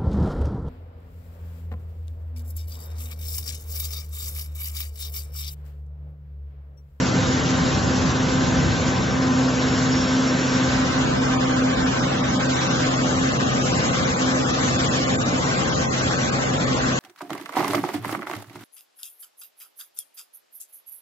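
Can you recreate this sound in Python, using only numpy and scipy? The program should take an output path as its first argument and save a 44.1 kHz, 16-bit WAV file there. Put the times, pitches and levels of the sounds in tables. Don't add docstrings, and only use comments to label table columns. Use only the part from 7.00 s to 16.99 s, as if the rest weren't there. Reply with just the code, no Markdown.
import sys
import numpy as np
from scipy import signal
from scipy.io import wavfile
from scipy.ndimage import uniform_filter1d, minimum_filter1d

SR = 44100
rng = np.random.default_rng(int(sys.argv[2]) if len(sys.argv) > 2 else 0)


def persist_wave(psi):
    counts = np.round(np.clip(psi, -1, 1) * 32767).astype(np.int16)
    wavfile.write(sys.argv[1], SR, np.atleast_2d(counts).T)


def convert_level_to_amplitude(level_db):
    exponent = np.asarray(level_db, float) / 20
    return 10 ** exponent


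N = 440559
PUMP_HZ, BLADE_HZ, WHISTLE_HZ = 16.456, 257.53, 5437.15
PORT_NOTCH_HZ = 935
FRAME = 2048

# (frequency [Hz], mid [dB per Hz], side [dB per Hz], lean to left [-1..1], lag share [-1..1])
AIM_YARD = [(30, -76, -78, 0.08, 0.12), (62.3, -50.5, -64.5, -0.12, 0.27), (110, -49.5, -61, -0.04, -0.03),
            (221, -47, -59.5, -0.01, -0.12), (385, -58.5, -66, 0.17, 0.19),
            (740, -63.5, -67.5, 0.18, -0.07), (1000, -63, -66, 0.11, 0.44), (1570, -62.5, -65, 0.24, 0.27),
            (2020, -67, -64.5, -0.19, 0.19), (2390, -68.5, -70, 0.09, 0.45), (3260, -67.5, -78, 0.11, 0.16),
            (4200, -68.5, -76, 0.03, 0.11), (4870, -67, -68, 0.01, 0.02), (7300, -70.5, -76, 0.0, -0.0)]
AIM_DOOR = [(30, -68, -69.5, 0.06, -0.05), (60, -45.5, -62, -0.18, -0.08), (110, -47.5, -51, -0.01, -0.04),
            (214, -44.5, -60, -0.05, -0.17), (380, -60, -61.5, -0.03, 0.16),
            (700, -63.5, -62.5, 0.09, -0.2), (1030, -61.5, -59.5, 0.12, 0.27),
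            (1480, -60.5, -63.5, 0.23, 0.19), (1910, -66, -65.5, -0.12, 0.29),
            (2380, -68, -65.5, -0.13, 0.3), (3200, -70.5, -70.5, -0.2, 0.39),
            (4240, -72.5, -71.5, -0.068, -0.12), (4870, -70.5, -73, 0.12, -0.22),
            (7240, -75, -76, -0.0, -0.17)]
AIM_REST = [(30, -75, -73.5, 0.03, -0.066), (64, -51.5, -62.5, -0.17, 0.11), (110, -49.5, -60, 0.06, -0.03),
            (224, -47.5, -57, -0.05, -0.05), (379, -58.5, -62.5, 0.17, 0.09),
            (700, -60.5, -60, 0.012, -0.02), (950, -59, -58, 0.39, 0.23), (1604, -62.5, -61, 0.48, 0.63),
            (2030, -66.5, -62, 0.062, 0.22), (2460, -67.5, -66, -0.15, 0.18),
            (3240, -69, -68.5, 0.032, 0.2), (4150, -71, -71, 0.26, -0.19), (4630, -70, -69, 0.13, -0.15),
            (6600, -71, -72.5, -0.044, -0.17)]
# (start [s], end [s])
TURNS = [
    (3.45, 3.95),
    (5.8, 5.91),
]
# (frequency [Hz], width [Hz], level [dB])
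BLAST_SHAPE = [(27, 12, 6.5), (47.6, 24, -4.5), (132, 12, -6.5), (140, 30, 0.5), (170, 44, 0.5),
               (214, 17.6, -9.5), (340, 22, 0.5), (519, 105, 5.5), (571.5, 7.6, -11), (595, 25, 3),
               (1090, 190, 1.5), (3540, 1300, 1), (4900, 880, -3.5), (4020, 350, 0.5), (4500, 360, -1),
               (5500, 380, 0)]
# (time [s], length [s], level [dB])
HISS_SWELLS = [
    (2.2, 0.43, -2.5),
    (5.65, 0.32, 4),
    (7.8, 0.54, 2),
    (3.6, .8, 1),
    (9.6, .5, -1),
]
# (time [s], level [dB])
BLADE_COURSE = [(0, -28.5), (1.5, -24), (2.2, -24.5), (3.6, -25), (4.2, -24.5), (4.85, -23), (5.0, -27.5),
                (7.5, -30), (7.7, -31.5), (9.99, -30.5)]
# (time [s], length [s], level [dB])
BLADE_BEATS = [(1.0, .25, -2.5), (1.72, 0.23, -12), (1.982, 0.45, -5.5), (2.4, 0.26, 4.5),
               (2.998, 0.18, 0.5), (3.22, 0.27, 4), (3.95, 0.28, -3), (4.95, 0.076, -10),
               (5.637, 0.14, -10), (6.36, 0.092, -7), (6.203, 0.17, 2.5), (6.94, 0.42, -9.5),
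               (7.303, 0.39, 5.5), (8.95, 0.87, -9.5), (9.603, 0.18, 0)]
# (time [s], level [dB])
SIXTH_COURSE = [(0, -49), (.8, -48), (1.0, -42), (1.4, -41), (1.8, -40.5), (2.2, -43), (3.6, -43),
                (4.9, -38), (5.85, -39.5), (6.0, -41), (9.2, -40.5), (9.99, -44)]
# (multiple [of BLADE_HZ], level [dB],
# then for each aim: left minus right [dB], lead of the right [rad])
BLADE_ORDERS = [(2, -39.5, 0.5, -1.6, 2.5, -3.9, 0.5, -1.9), (3, -43.5, -3.5, 1.0, -4.5, 1.6, -2, 2.1),
                (4, -42, 4.5, -1.7, 3.5, -2.3, 2.5, -2.9), (5, -54.5, -1, -3.1, -0.5, 1.5, -2.5, 0.5),
                (7, -56.5, 4, -1, 9, -3, 2, -7.5), (8, -52.5, -4, -4.5, -5, -2, 7, -11)]
# (multiple [of PUMP_HZ], level [dB])
PUMP_ORDERS = [(9, -44.5), (11, -44), (12, -50), (14, -40.5), (16, -38.5), (20, -45), (36, -51)]
# (time [s], level [dB])
WHISTLE_COURSE = [(0, -60), (1.4, -59), (1.9, -54), (2.02, -44), (2.12, -40), (2.22, -51), (2.35, -46),
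                  (2.45, -48), (2.6, -44), (2.7, -40), (2.86, -41), (3.1, -40), (3.3, -40.5), (3.55, -41),
                  (3.8, -52), (4.65, -52), (4.8, -47.5), (5.8, -47.5), (6.0, -53), (6.57, -51),
                  (6.64, -42.5), (6.85, -44.5), (6.95, -47), (7.1, -49), (7.8, -47), (8.1, -50), (9.1, -49),
                  (9.99, -52)]
# (time [s], length [s])
WHISTLE_GAPS = [(2.655, .04), (2.07, .05), (2.17, .04), (2.835, .04), (2.885, .05), (3.0, .015),
                (3.18, .03), (3.245, .04), (3.345, .06), (3.69, .03)]
# (distance [multiples of BLADE_HZ], level [dB])
WHISTLE_SIDES = [(2, -58.5), (5, -57)]
# (time [s], level [dB])
WIND_COURSE = [(0, 3.5), (.85, 1.5), (1.0, 3.5), (1.2, 5), (1.5, 0), (1.67, 6), (1.85, 3), (2.1, -1.5),
               (2.9, -2), (4.8, -7), (5.9, -7), (6.1, -2), (9.99, -1)]
# (time [s], loss [dB])
DRY_MOMENTS = [(4.203, 3.8), (4.365, 2.8), (4.389, 3.4), (4.481, 2.8), (4.551, 2.8), (4.76, 2.5),
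               (4.853, 3.0), (5.016, 2.5), (5.224, 3.0), (5.387, 4.5), (5.48, 3.7), (5.642, 3.0),
               (5.689, 3.0), (5.781, 2.4), (5.898, 3.2), (6.385, 5.4), (6.641, 2.4), (6.827, 2.6),
               (6.92, 2.9), (7.152, 3.2), (7.477, 3.1), (7.523, 3.3), (7.779, 2.8), (7.895, 5.0),
               (7.918, 2.9), (8.057, 3.1), (8.081, 3.3), (8.173, 5.4), (8.197, 4.6), (8.243, 3.1),
               (8.661, 3.2), (8.87, 2.8), (8.893, 4.4), (8.916, 3.5), (9.149, 3.1), (9.172, 3.3),
               (9.311, 6.1), (9.52, 2.3), (9.59, 3.0), (9.66, 4.4)]
# (time [s], depth [dB])
PORT_HOLES = [(4.598, 12.5), (4.621, 18.0), (4.737, 12.4), (5.132, 11.3), (5.248, 11.0), (5.433, 14.3),
              (5.99, 14.0), (6.292, 15.0), (6.339, 12.2), (6.478, 12.0), (6.502, 14.9), (6.618, 15.3),
              (6.664, 14.1), (6.827, 12.3), (6.92, 13.0), (6.99, 11.0), (7.129, 15.0), (7.221, 12.0),
              (7.523, 18.0), (7.546, 22.0), (7.57, 14.0), (7.756, 14.0), (7.779, 16.0), (7.709, 12.1),
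              (7.802, 11.8), (7.988, 14.3), (8.011, 16.8), (8.034, 11.4), (8.15, 11.9), (8.173, 20.8),
              (8.197, 13.8), (8.243, 17.6), (8.359, 16.1), (8.057, 13.0), (8.545, 14.0), (8.568, 14.5),
              (8.615, 11.0), (8.754, 14.6), (8.777, 22.0), (8.8, 15.3), (8.916, 21.1), (8.94, 15.4),
              (9.056, 12.2), (9.149, 12.3), (9.311, 14.6), (9.451, 11.9), (9.729, 17.1), (9.822, 12.9),
              (9.172, 13.0), (9.334, 12.0), (9.543, 12.0), (9.868, 13.0)]


def short_spectra(x, size=FRAME):
    return signal.stft(x, SR, window="cosine", nperseg=size, noverlap=size // 2)


def join_spectra(z, size=FRAME):
    return signal.istft(z, SR, window="cosine", nperseg=size, noverlap=size // 2)[1][..., :N]


def course(table, t):
    return np.interp(t, *np.transpose(table))


def bumps(table, t):
    return sum(db * np.exp(-(2 * (t - at) / length) ** 2) for at, length, db in table)


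def walk(rate):
    held = rng.standard_normal(400)
    fine = uniform_filter1d(np.repeat(held, 8), 8)
    smooth = uniform_filter1d(fine, 8)
    return 1.2 * np.interp(np.arange(N) * rate / SR, np.arange(len(fine)) / 8, smooth)


def walk_at(rate, t):
    return walk(rate)[np.minimum(t * SR, N - 1).astype(int)]


def aim(t):
    first, second = (np.interp(t, turn, [0, 1]) for turn in TURNS)
    return np.array([1 - first, first - second, second])


def aim_picture(table, hz):
    at_hz, *columns = np.transpose(table)
    return [np.interp(np.log(hz + 1), np.log(at_hz), column) for column in columns]


def spray_blast():
    hz, t, (mid_noise, side_noise) = short_spectra(rng.standard_normal((2, N)), size=2 * FRAME)
    shares = aim(t)
    pictures = np.array([aim_picture(table, hz) for table in (AIM_YARD, AIM_DOOR, AIM_REST)])
    mid_db, side_db, lean, lag = np.einsum("pcf,pt->cft", pictures, shares)

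    roar_db = [1, 1, 0] @ shares - 0.19 * walk_at(4.3, t)
    hiss_db = [-2, 0.5, 0.38] @ shares - 0.67 * walk_at(2.7, t) + bumps(HISS_SWELLS, t)
    hissy = 1 / (1 + (2400 / (hz + 1)) ** 4)
    windy = 1 / (1 + (hz / 190) ** 4)
    swell_db = np.outer(1 - windy, roar_db) + np.outer(hissy, hiss_db) + np.outer(windy, wind_on_phone(t))
    shape_db = sum(db / (1 + (2 * (hz - f) / width) ** 2) for f, width, db in BLAST_SHAPE)
    gain = convert_level_to_amplitude(shape_db[:, None] + swell_db) * np.sqrt(SR / 2)

    flicker = np.clip(1 + .2 * rng.standard_normal(len(t)), 0, 3)
    notch_shape = np.exp(-(2 * (hz - PORT_NOTCH_HZ) / 170) ** 2)
    notch_db = np.outer(notch_shape, [1, -.5, -5.5] @ shares * flicker)
    mid = gain * convert_level_to_amplitude(mid_db + notch_db) * mid_noise

    link = np.clip(lean, -.7, .7) + 1j * np.clip(lag, -.7, .7)
    own = np.sqrt(1 - abs(link) ** 2)
    side = gain * convert_level_to_amplitude(side_db) * (link * mid_noise + own * side_noise)
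    return join_spectra(np.array([mid + side, mid - side]), size=2 * FRAME)


def tone(hz, db, place):
    t = np.arange(N) / SR
    pan_db, lead = np.reshape(place, (3, 2)).T @ aim(t)
    phase = 2 * np.pi * (hz * t + rng.random()) + hz ** .3 * .14 * walk(9)
    level = np.sqrt(2) * convert_level_to_amplitude(db + np.array([pan_db, -pan_db]) / 2)
    return level * np.sin([phase, phase + lead])


def fan_blades():
    t = np.arange(N) / SR
    first_db = course(BLADE_COURSE, t) + bumps(BLADE_BEATS, t) + 1.1 * walk(14)
    sixth_db = course(SIXTH_COURSE, t) + walk(3.8) + 2.1 * walk(13)
    out = tone(BLADE_HZ, first_db, [-1, .15, -1, -.2, -1, .3])
    out += tone(6 * BLADE_HZ, sixth_db, [3, -.7, 1, -.5, 6, -1.8])
    for multiple, db, *place in BLADE_ORDERS:
        out += tone(multiple * BLADE_HZ, db + 3.4 * walk(10), place)
    return out


def water_pump():
    out = tone(8 * PUMP_HZ, -30.4 + .9 * walk(5.9), [1, .3, 1, .3, 1, .4])
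    for multiple, db in PUMP_ORDERS:
        out += tone(multiple * PUMP_HZ, db + 1.6 * walk(3.3), [0, .2] * 3)
    return out


def motor_whistle():
    t = np.arange(N) / SR
    db = course(WHISTLE_COURSE, t) + 1.1 + .6 * walk(7.2) + 1.8 * walk(25)
    db -= sum(16 * np.exp(-(2 * (t - at) / length) ** 4) for at, length in WHISTLE_GAPS)
    out = tone(WHISTLE_HZ, db, [0, 0, 5, 2.4, 5, 2.3])
    for multiple, side_db in WHISTLE_SIDES:
        out += tone(WHISTLE_HZ + multiple * BLADE_HZ, side_db + 2.5 * walk(6), [2, .1] * 3)
    return out


def wind_on_phone(t):
    return course(WIND_COURSE, t) + 1.5 * walk_at(7, t)


def scene():
    return spray_blast() + fan_blades() + water_pump() + motor_whistle()


def thin_weak_sound(dry):
    hz, t, (left, right) = short_spectra(dry)
    pair = np.array([left + right, left - right]) / 2
    edges = np.concatenate([np.arange(0, 1300, 86), np.arange(1300, 4100, 172), np.arange(4224, 8400, 259)])
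    band = np.searchsorted(edges, hz, side="right") - 1
    top = (hz > 4224)[:, None]
    power = abs(pair) ** 2 + 1e-18
    band_power = np.add.reduceat(power.sum(axis=0), np.searchsorted(hz, edges))
    band_db = 10 * np.log10(band_power / np.bincount(band)[:, None])[band]

    def listed(table):
        at, db = np.transpose(table)
        return np.bincount(np.rint(at / t[1]).astype(int), db, len(t))

    frame, patch, block = rng.standard_normal((3, len(edges), len(t)))
    patch, block = (signal.lfilter([.75], [1, -.65], v) for v in (patch, block))
    block = block[np.searchsorted(edges, 4224 + (hz - 4224) // 690 * 690) % len(edges)]
    wide = np.interp(t, [3.7, 4.4], [0, 1])

    hunger = .5 * np.minimum(frame[0], .6) + .48 * listed(DRY_MOMENTS)
    rebound = hunger - .3 * np.roll(hunger, 1) - .2 * np.roll(hunger, 2)
    near = (.6 * rebound + 1.25 * uniform_filter1d(frame, size=3, axis=0))[band]

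    under_db = np.interp(hz, [100, 500, 1000, 2200, 3700, 4300, 7500],
                         [-20, -14, -7.5, -4.6, -5.5, -8.5, -8])[:, None]
    dry_db = (1.5 * near + 7 * wide * np.clip(near - .45, 0, 1)) * np.clip(hz / 3000, 0, 1)[:, None]
    dry_db += .6 * wide - wide * (abs(hz - 3600) < 600)[:, None]
    step_db = band_db + under_db + dry_db + 3 * patch[band] + 2.3 * frame[band]

    peak_db = 10 * np.log10(-minimum_filter1d(-power.sum(axis=0)[:400], size=21, axis=0))
    peak_db = peak_db[np.minimum(np.arange(len(hz)), len(peak_db) - 1)]
    step_db = np.maximum(step_db, np.where(top, peak_db - 13.5 + 2.3 * frame[band], -200))

    lost = 1 / (5.5 + np.exp(np.clip(3.6 * (10 * np.log10(power) - step_db), -30, 30)))
    empty = .6 * wide / (1 + np.exp(-2 * (step_db - band_db)))
    lost = np.maximum(lost, empty)
    muted = top / (1 + np.exp(-8 * (block + .4 * frame[0] - .15 - 4 * wide)))
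    lost[1] = np.maximum(lost[1], muted)

    flutter_db = (0.37 + 0.32 * wide) * block - (1.9 + 0.064 * wide) * near
    flutter_db *= np.clip(hz / 3000 - .4, 0, 1)[:, None]
    hole_shape = np.exp(-(2 * (hz - PORT_NOTCH_HZ) / 200) ** 4)
    pair[0] *= convert_level_to_amplitude(-1.7 * np.outer(hole_shape, listed(PORT_HOLES)))
    ceiling = np.clip((7640 - hz) / 80, 0, 1)[:, None] ** 2
    mid, side = pair * convert_level_to_amplitude(-55 * lost + flutter_db) * ceiling
    return join_spectra(np.array([mid + side, mid - side]))


def roll_off(x):
    return signal.sosfilt(signal.butter(12, 8620, fs=SR, output="sos"), x)


def record(dry):
    rumble_cut = signal.butter(1, 15, "high", fs=SR, output="sos")
    mix = thin_weak_sound(signal.sosfilt(rumble_cut, dry))
    return roll_off(mix)


dry = scene()
out = record(dry)
persist_wave(out)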